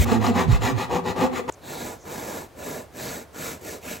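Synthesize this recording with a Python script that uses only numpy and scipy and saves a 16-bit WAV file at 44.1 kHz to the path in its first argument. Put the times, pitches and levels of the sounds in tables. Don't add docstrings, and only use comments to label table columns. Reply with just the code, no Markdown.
import sys
import numpy as np
from scipy import signal
from scipy.fft import rfft, irfft
from scipy.io import wavfile
from scipy.ndimage import uniform_filter1d, map_coordinates

SR = 44100
rng = np.random.default_rng(int(sys.argv[2]) if len(sys.argv) > 2 else 0)


def master(y):
    cut = np.clip(np.atleast_2d(y).T, -1, 1)
    pcm = np.round(cut * 32767)
    wavfile.write(sys.argv[1], SR, pcm.astype(np.int16))


N = 176400
FFT_SIZE = 196608
T, HZ = np.arange(N) / SR, np.fft.rfftfreq(FFT_SIZE, 1 / SR)

# frequency in Hz, level in dB.
BRIGHT_COLOUR = [(30, -17), (90, -3.5), (280, 0), (550, -.3), (1000, -7), (1400, -12), (3200, -19),
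                 (5000, -19), (9000, -15.3), (15500, -15.3)]
# centre in Hz, width in Hz, lift in dB.
BRIGHT_MODES = [(245, 40, 4), (463.5, 30, 4), (593, 60, 3.4), (1700, 300, 3), (2390, 800, 6),
                (3850, 650, 8), (6000, 1200, 4), (7450, 1200, 6), (12500, 2200, 2.5)]
# frequency in Hz, left-right likeness from 0 to 1, left minus right in dB.
BRIGHT_IMAGE = [(100, 1, -2.5), (370, 0.92, -2), (760, 0.31, -1.5), (1320, 0.052, 1), (2110, 0.95, 0),
                (6000, 1, -0.5), (15000, 1, 0.5)]


def sawing(strokes, colour, modes, tooth_hz, bite, grains_per_s, spread_db, flutter_db,
           hiss_law, board_law):
    full_swing_s, turn_s = .3, .036
    speeds = [np.minimum(arch(start, length, skew) * max(length / full_swing_s, 1), 1)
              for start, length, _, _, skew, _, _ in strokes]
    teeth_passed = np.cumsum(tooth_hz * sum(speeds) * (1 + .142 * drift(56.5))) / SR
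    grip = unit(np.exp(bite * np.cos(2 * np.pi * teeth_passed)) * amp(flutter_db * drift(49)))
    sizes = amp(spread_db * np.minimum(rng.exponential(1, N), 5))
    bursts = rng.random(N) < grains_per_s / SR
    grains, contact = unit(sizes * bursts * rng.standard_normal((2, 2, N))) * grip
    hiss = board = rings = 0
    for (_, length, hiss_db, board_db, _, ring_hz, ring_db), speed in zip(strokes, speeds):
        ease = int(SR * min(turn_s, length / 4)) + 1
        push = uniform_filter1d(speed ** board_law, ease)
        hiss += amp(hiss_db) * uniform_filter1d(speed ** hiss_law, ease)
        board += amp(board_db) * push
        contact_ring = unit(signal.lfilter(*signal.iirpeak(ring_hz, Q=6, fs=SR), contact))
        rings += amp(ring_db) * push * contact_ring
    lows, highs = board_and_blade(colour, modes)
    board_rasp = rfft(grains * board, FFT_SIZE) * lows
    blade_hiss = blade_glide(rfft(grains * hiss, FFT_SIZE) * highs)
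    return board_rasp + blade_hiss + rfft(rings, FFT_SIZE)


def opening_stroke():
    # start in seconds, length in seconds, hiss in dB, board in dB, skew (over 1 peaks late),
    # pitch of the ring at the point of contact in Hz, ring in dB.
    stroke = [(-.09, .24, -27, -29, 1, 2200, -37)]
    rasp = sawing(stroke, BRIGHT_COLOUR, BRIGHT_MODES, tooth_hz=400.6, bite=.033, grains_per_s=25000,
                  spread_db=2.5, flutter_db=2, hiss_law=1, board_law=.46)
    return stereo(rasp, BRIGHT_IMAGE, knee_hz=7930)


def quick_strokes():
    # start in seconds, length in seconds, hiss in dB, board in dB, skew, ring in Hz, ring in dB.
    strokes = [(.035, .1606, -28.5, -24.5, 1.1, 775, -32), (.196, .13, -26.5, -23, 1.04, 725, -33),
               (.333, .125, -27, -23.5, .98, 855, -27), (.466, .128, -30.5, -30.5, 1.0, 3900, -44),
               (.606, .13, -25, -24.5, .82, 1920, -48), (.75, .12, -29.5, -28, 1.05, 4100, -44),
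               (.888, .124, -32, -23.5, .95, 885, -31), (1.036, .102, -31, -25, 1.0, 4150, -45.5),
               (1.15, .134, -28.5, -22.5, 1.1, 760, -25.5), (1.305, .115, -30.5, -30, 1.307, 2070, -42.5),
               (1.476, 0.051, -31.5, -23.5, .993, 905, -27)]
    # frequency in Hz, level in dB.
    colour = [(30, -21), (100, 5.5), (250, -0.5), (600, -6), (1000, 1.5), (1500, -16.5), (3000, -18.5),
              (5000, -27), (9000, -29), (15500, -30.5)]
    # centre in Hz, width in Hz, lift in dB.
    modes = [(253, 65, 8.5), (383.5, 46, 12), (495.7, 70, 14), (655, 25, 8.5), (758, 79, 8), (858, 29, 6),
             (1205, 240, 6.5), (1875, 230, 10.5), (2484, 390, 5.5), (3010, 180, 4.5), (4140, 540, 4.5),
             (6850, 800, 10)]
    # frequency in Hz, left-right likeness from 0 to 1, left minus right in dB.
    image = [(100, 0.53, 0.5), (258, 1, 3.5), (487, 0.86, 4), (900, 0.78, 0.5), (1550, 0.045, 8.5),
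             (1740, 0.97, .5), (4930, 0.96, 0.5), (6940, 1, -0.5), (15000, 0.98, 0)]
    rasp = sawing(strokes, colour, modes, tooth_hz=414.8, bite=.17, grains_per_s=12000,
                  spread_db=2, flutter_db=.5, hiss_law=1.47, board_law=.7)
    return garage(stereo(rasp, image, knee_hz=7580), wet_db=-14.5)


def slow_strokes():
    # start in seconds, length in seconds, hiss in dB, board in dB, skew, ring in Hz, ring in dB.
    strokes = [(1.605, .39, -37.7, -35, 1.05, 820, -42.5), (2.02, .468, -37.7, -35, 1, 860, -41),
               (2.54, .33, -37.5, -34.3, 1, 600, -41.5), (2.922, .34, -35.3, -34.3, .9, 1600, -47),
               (3.325, .272, -32.8, -34.5, .97, 1330, -43), (3.59, .222, -37, -38.5, 1.05, 400, -38.5),
               (3.806, .205, -35.3, -36.3, 1.03, 2450, -43.5)]
    rasp = sawing(strokes, BRIGHT_COLOUR, BRIGHT_MODES, tooth_hz=314, bite=.2, grains_per_s=20000,
                  spread_db=1.85, flutter_db=.5, hiss_law=1.4, board_law=1)
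    return garage(stereo(rasp, BRIGHT_IMAGE, knee_hz=7260), wet_db=-23.5)


def board_and_blade(colour, modes, crossover_hz=1330, ripple_db=4, spacing_hz=44.79):
    small_modes_hz = np.arange(0, SR / 2, spacing_hz)
    ripple = ripple_db * np.interp(HZ, small_modes_hz, rng.standard_normal(SR)[:len(small_modes_hz)])
    ripple *= np.minimum(HZ / crossover_hz, 1)
    peaks = sum(db / (1 + (2 * (HZ - hz) / width) ** 2) for hz, width, db in modes)
    body = amp(curve(colour, HZ) + ripple + peaks)
    low_share = 1 / (1 + (HZ / crossover_hz) ** 8)
    return causal(body * np.sqrt(low_share)), causal(body * np.sqrt(1 - low_share))


def blade_glide(spectra, depth_s=.0016, rate_hz=4):
    position = np.arange(N) + depth_s * SR * drift(rate_hz)
    return rfft([map_coordinates(x, [position], order=5) for x in irfft(spectra)], FFT_SIZE)


def buzzes_and_thumps():
    # start in seconds, length in seconds, first and last pitch in Hz, level in dB, octave
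    # against the fundamental in dB, left minus right in dB, left lead in radians. The puff is at 0.54 s.
    bursts = [(-.025, 0.054, 79.5, 71, -12, -19, 1.5, 1), (0.113, 0.024, 232, 220, -15.5, -5, -3.5, -1.5),
              (0.267, 0.063, 250, 220.7, -16.5, -10.5, -4, 0.8),
              (0.481, 0.045, 135, 97.6, -12, -18, -5, 0.54),
              (0.517, 0.036, 66.1, 44.5, -13, -5.5, -10, -1.3), (0.54, 0.039, 44.2, 30, -17, -16, 3, 3.1),
              (0.585, 0.082, 130.9, 96, -26.5, -13, -16, -5), (0.66, 0.064, 280, 257, -29, -24, -4, -0.5),
              (0.718, 0.075, 143.4, 92, -22.5, -22, -11, 1.5), (0.937, .056, 170.2, 181, -26.5, -14, 3, 0),
              (1.189, 0.05, 165, 209, -27, -23, 6, 0), (1.208, 0.059, 262.6, 251, -20, -4.5, 1.5, 0),
              (1.389, 0.02, 261, 226, -33, 6, 1.5, 0)]
    lows = 0
    for start, length, first_hz, last_hz, db, octave_db, side_db, lead in bursts:
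        pitch = np.interp(T, [start, start + length], [first_hz, last_hz])
        lows += pan(side_db) * amp(db) * arch(start, length) * buzz(pitch, octave_db, lead)
    return lows


def drone():
    # time in seconds, pitch in Hz, level in dB, octave against the fundamental in dB.
    sag = [(0.029, 115.8, -25.5, -4), (.11, 114, -28.5, -1.5), (.17, 112.4, -25.5, 5),
           (.22, 107.9, -23.5, -6), (.3, 100.1, -28, -7), (.38, 93.5, -29.5, 1), (0.451, 82.8, -34.5, -2),
           (0.488, 74, -20.5, 4.5)]
    times, hz, db, octave_db = np.transpose(sag)
    fade = np.clip(np.minimum(T - times[0], times[-1] - T) / .0055, 0, 1)
    tone = buzz(np.interp(T, times, hz), np.interp(T, times, octave_db), lead_rad=-2.2)
    return pan(db=-11) * amp(np.interp(T, times, db)) * fade * tone


def buzz(hz, octave_db, lead_rad, wobble=.019, overtone_step_db=-9):
    phase = 2 * np.pi * np.cumsum(hz * (1 + wobble * drift(91))) / SR
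    overtones = sum(amp(octave_db + overtone_step_db * k) * np.sin((k + 2) * phase) for k in range(3))
    return np.sqrt(2) * (np.sin(phase + np.array([[lead_rad], [0]])) + overtones)


def scrapes_and_blade_ring(sharpness=4.2):
    # start in seconds, length in seconds, pitch in Hz, level in dB.
    hisses = [(0.264, 0.0053, 4620, -30), (0.29, .06, 3840, -48), (0.351, 0.07, 1880, -33),
              (1.52, 0.0093, 7060, -45.5), (1.531, 0.021, 6400, -50), (1.602, .32, 3940, -47.5),
              (1.977, .087, 6350, -57), (2.957, 0.19, 4340, -45), (3.657, 0.11, 6040, -48),
              (3.87, 0.083, 3870, -51)]
    return sum(amp(db) * arch(start, length) * noise(1 / (1 + (sharpness * (HZ / hz - 1)) ** 2) ** 2)
               for start, length, hz, db in hisses)


def garage(x, wet_db):
    # frequency in Hz, seconds to die away by 60 dB.
    decay = [(60, 0.074), (260, 1), (500, 0.82), (2000, 0.65), (12000, 0.14)]
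    n = SR // 2
    reflections = rng.standard_normal((2, n)) * (rng.random((2, n)) < .1) * (T[:n] > .004)
    hz, t, bands = signal.stft(reflections, SR, nperseg=256)
    tail = signal.istft(bands * amp(-60 * t / curve(decay, hz)[:, None]), SR, nperseg=256)[1]
    return x + amp(wet_db) * signal.fftconvolve(x, tail / np.linalg.norm(tail[0]), axes=1)[:, :N]


def room_tone(level_db=-49.5):
    # frequency in Hz, level in dB.
    colour = [(25, -17), (80, 5.5), (200, -8.5), (550, -3.5), (1200, -13), (3000, -21.5), (15500, -31.5)]
    gain = amp(curve(colour, HZ))
    return amp(level_db) * unit(noise(gain) + .5 * np.array([noise(gain), noise(gain)]))


def stereo(spectra, image, knee_hz, lag_s=.00023):
    likeness = np.clip(curve(image, HZ), 0, 1)
    left = spectra[0] * np.exp(-2j * np.pi * lag_s * np.maximum(HZ - knee_hz, 0))
    right = likeness * spectra[0] + np.sqrt(1 - likeness ** 2) * spectra[1]
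    return irfft(np.array([left, right]) * pan(curve(image, HZ, column=2)))[:, :N]


def arch(start, length, skew=1):
    return np.maximum(np.sin(np.pi * np.clip((T - start) / length, 0, 1) ** skew), 0)


def causal(gain):
    log_gain = np.log(np.maximum(unit(gain), 1e-5))
    mirrored = np.r_[log_gain, log_gain[-2:0:-1]]
    return np.exp(np.conj(signal.hilbert(mirrored)))[:len(HZ)]


def noise(gain):
    return unit(irfft(rfft(rng.standard_normal(FFT_SIZE)) * gain)[:N])


def drift(hz):
    return noise(np.exp(-(HZ / hz) ** 2))


def curve(points, hz, column=1):
    table = np.transpose(points)
    return np.interp(np.log(hz + 1), np.log(table[0] + 1), table[column])


def pan(db):
    g = amp(np.atleast_1d(db) / 2)
    return np.array([g, 1 / g]) / np.sqrt((g ** 2 + g ** -2) / 2)


def amp(db):
    return 10 ** (np.asarray(db) / 20)


def unit(x):
    return x / np.sqrt(np.mean(abs(x) ** 2) + 1e-20)


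def scene(quick_from_s=.048, slow_from_s=1.5):
    opening = uniform_filter1d((T < quick_from_s) * 1., SR // 400)
    slow = uniform_filter1d((T >= slow_from_s) * 1., SR // 400)
    saw = opening * opening_stroke() + (1 - opening - slow) * quick_strokes() + slow * slow_strokes()
    low_end = (1 - slow) * (garage(buzzes_and_thumps(), wet_db=-9) + drone())
    return saw + low_end + scrapes_and_blade_ring() + room_tone()


def record(dry):
    return signal.oaconvolve(dry, signal.firwin(511, 15900, window=("kaiser", 9), fs=SR)[None], "same")


dry = scene()
out = record(dry)
master(out)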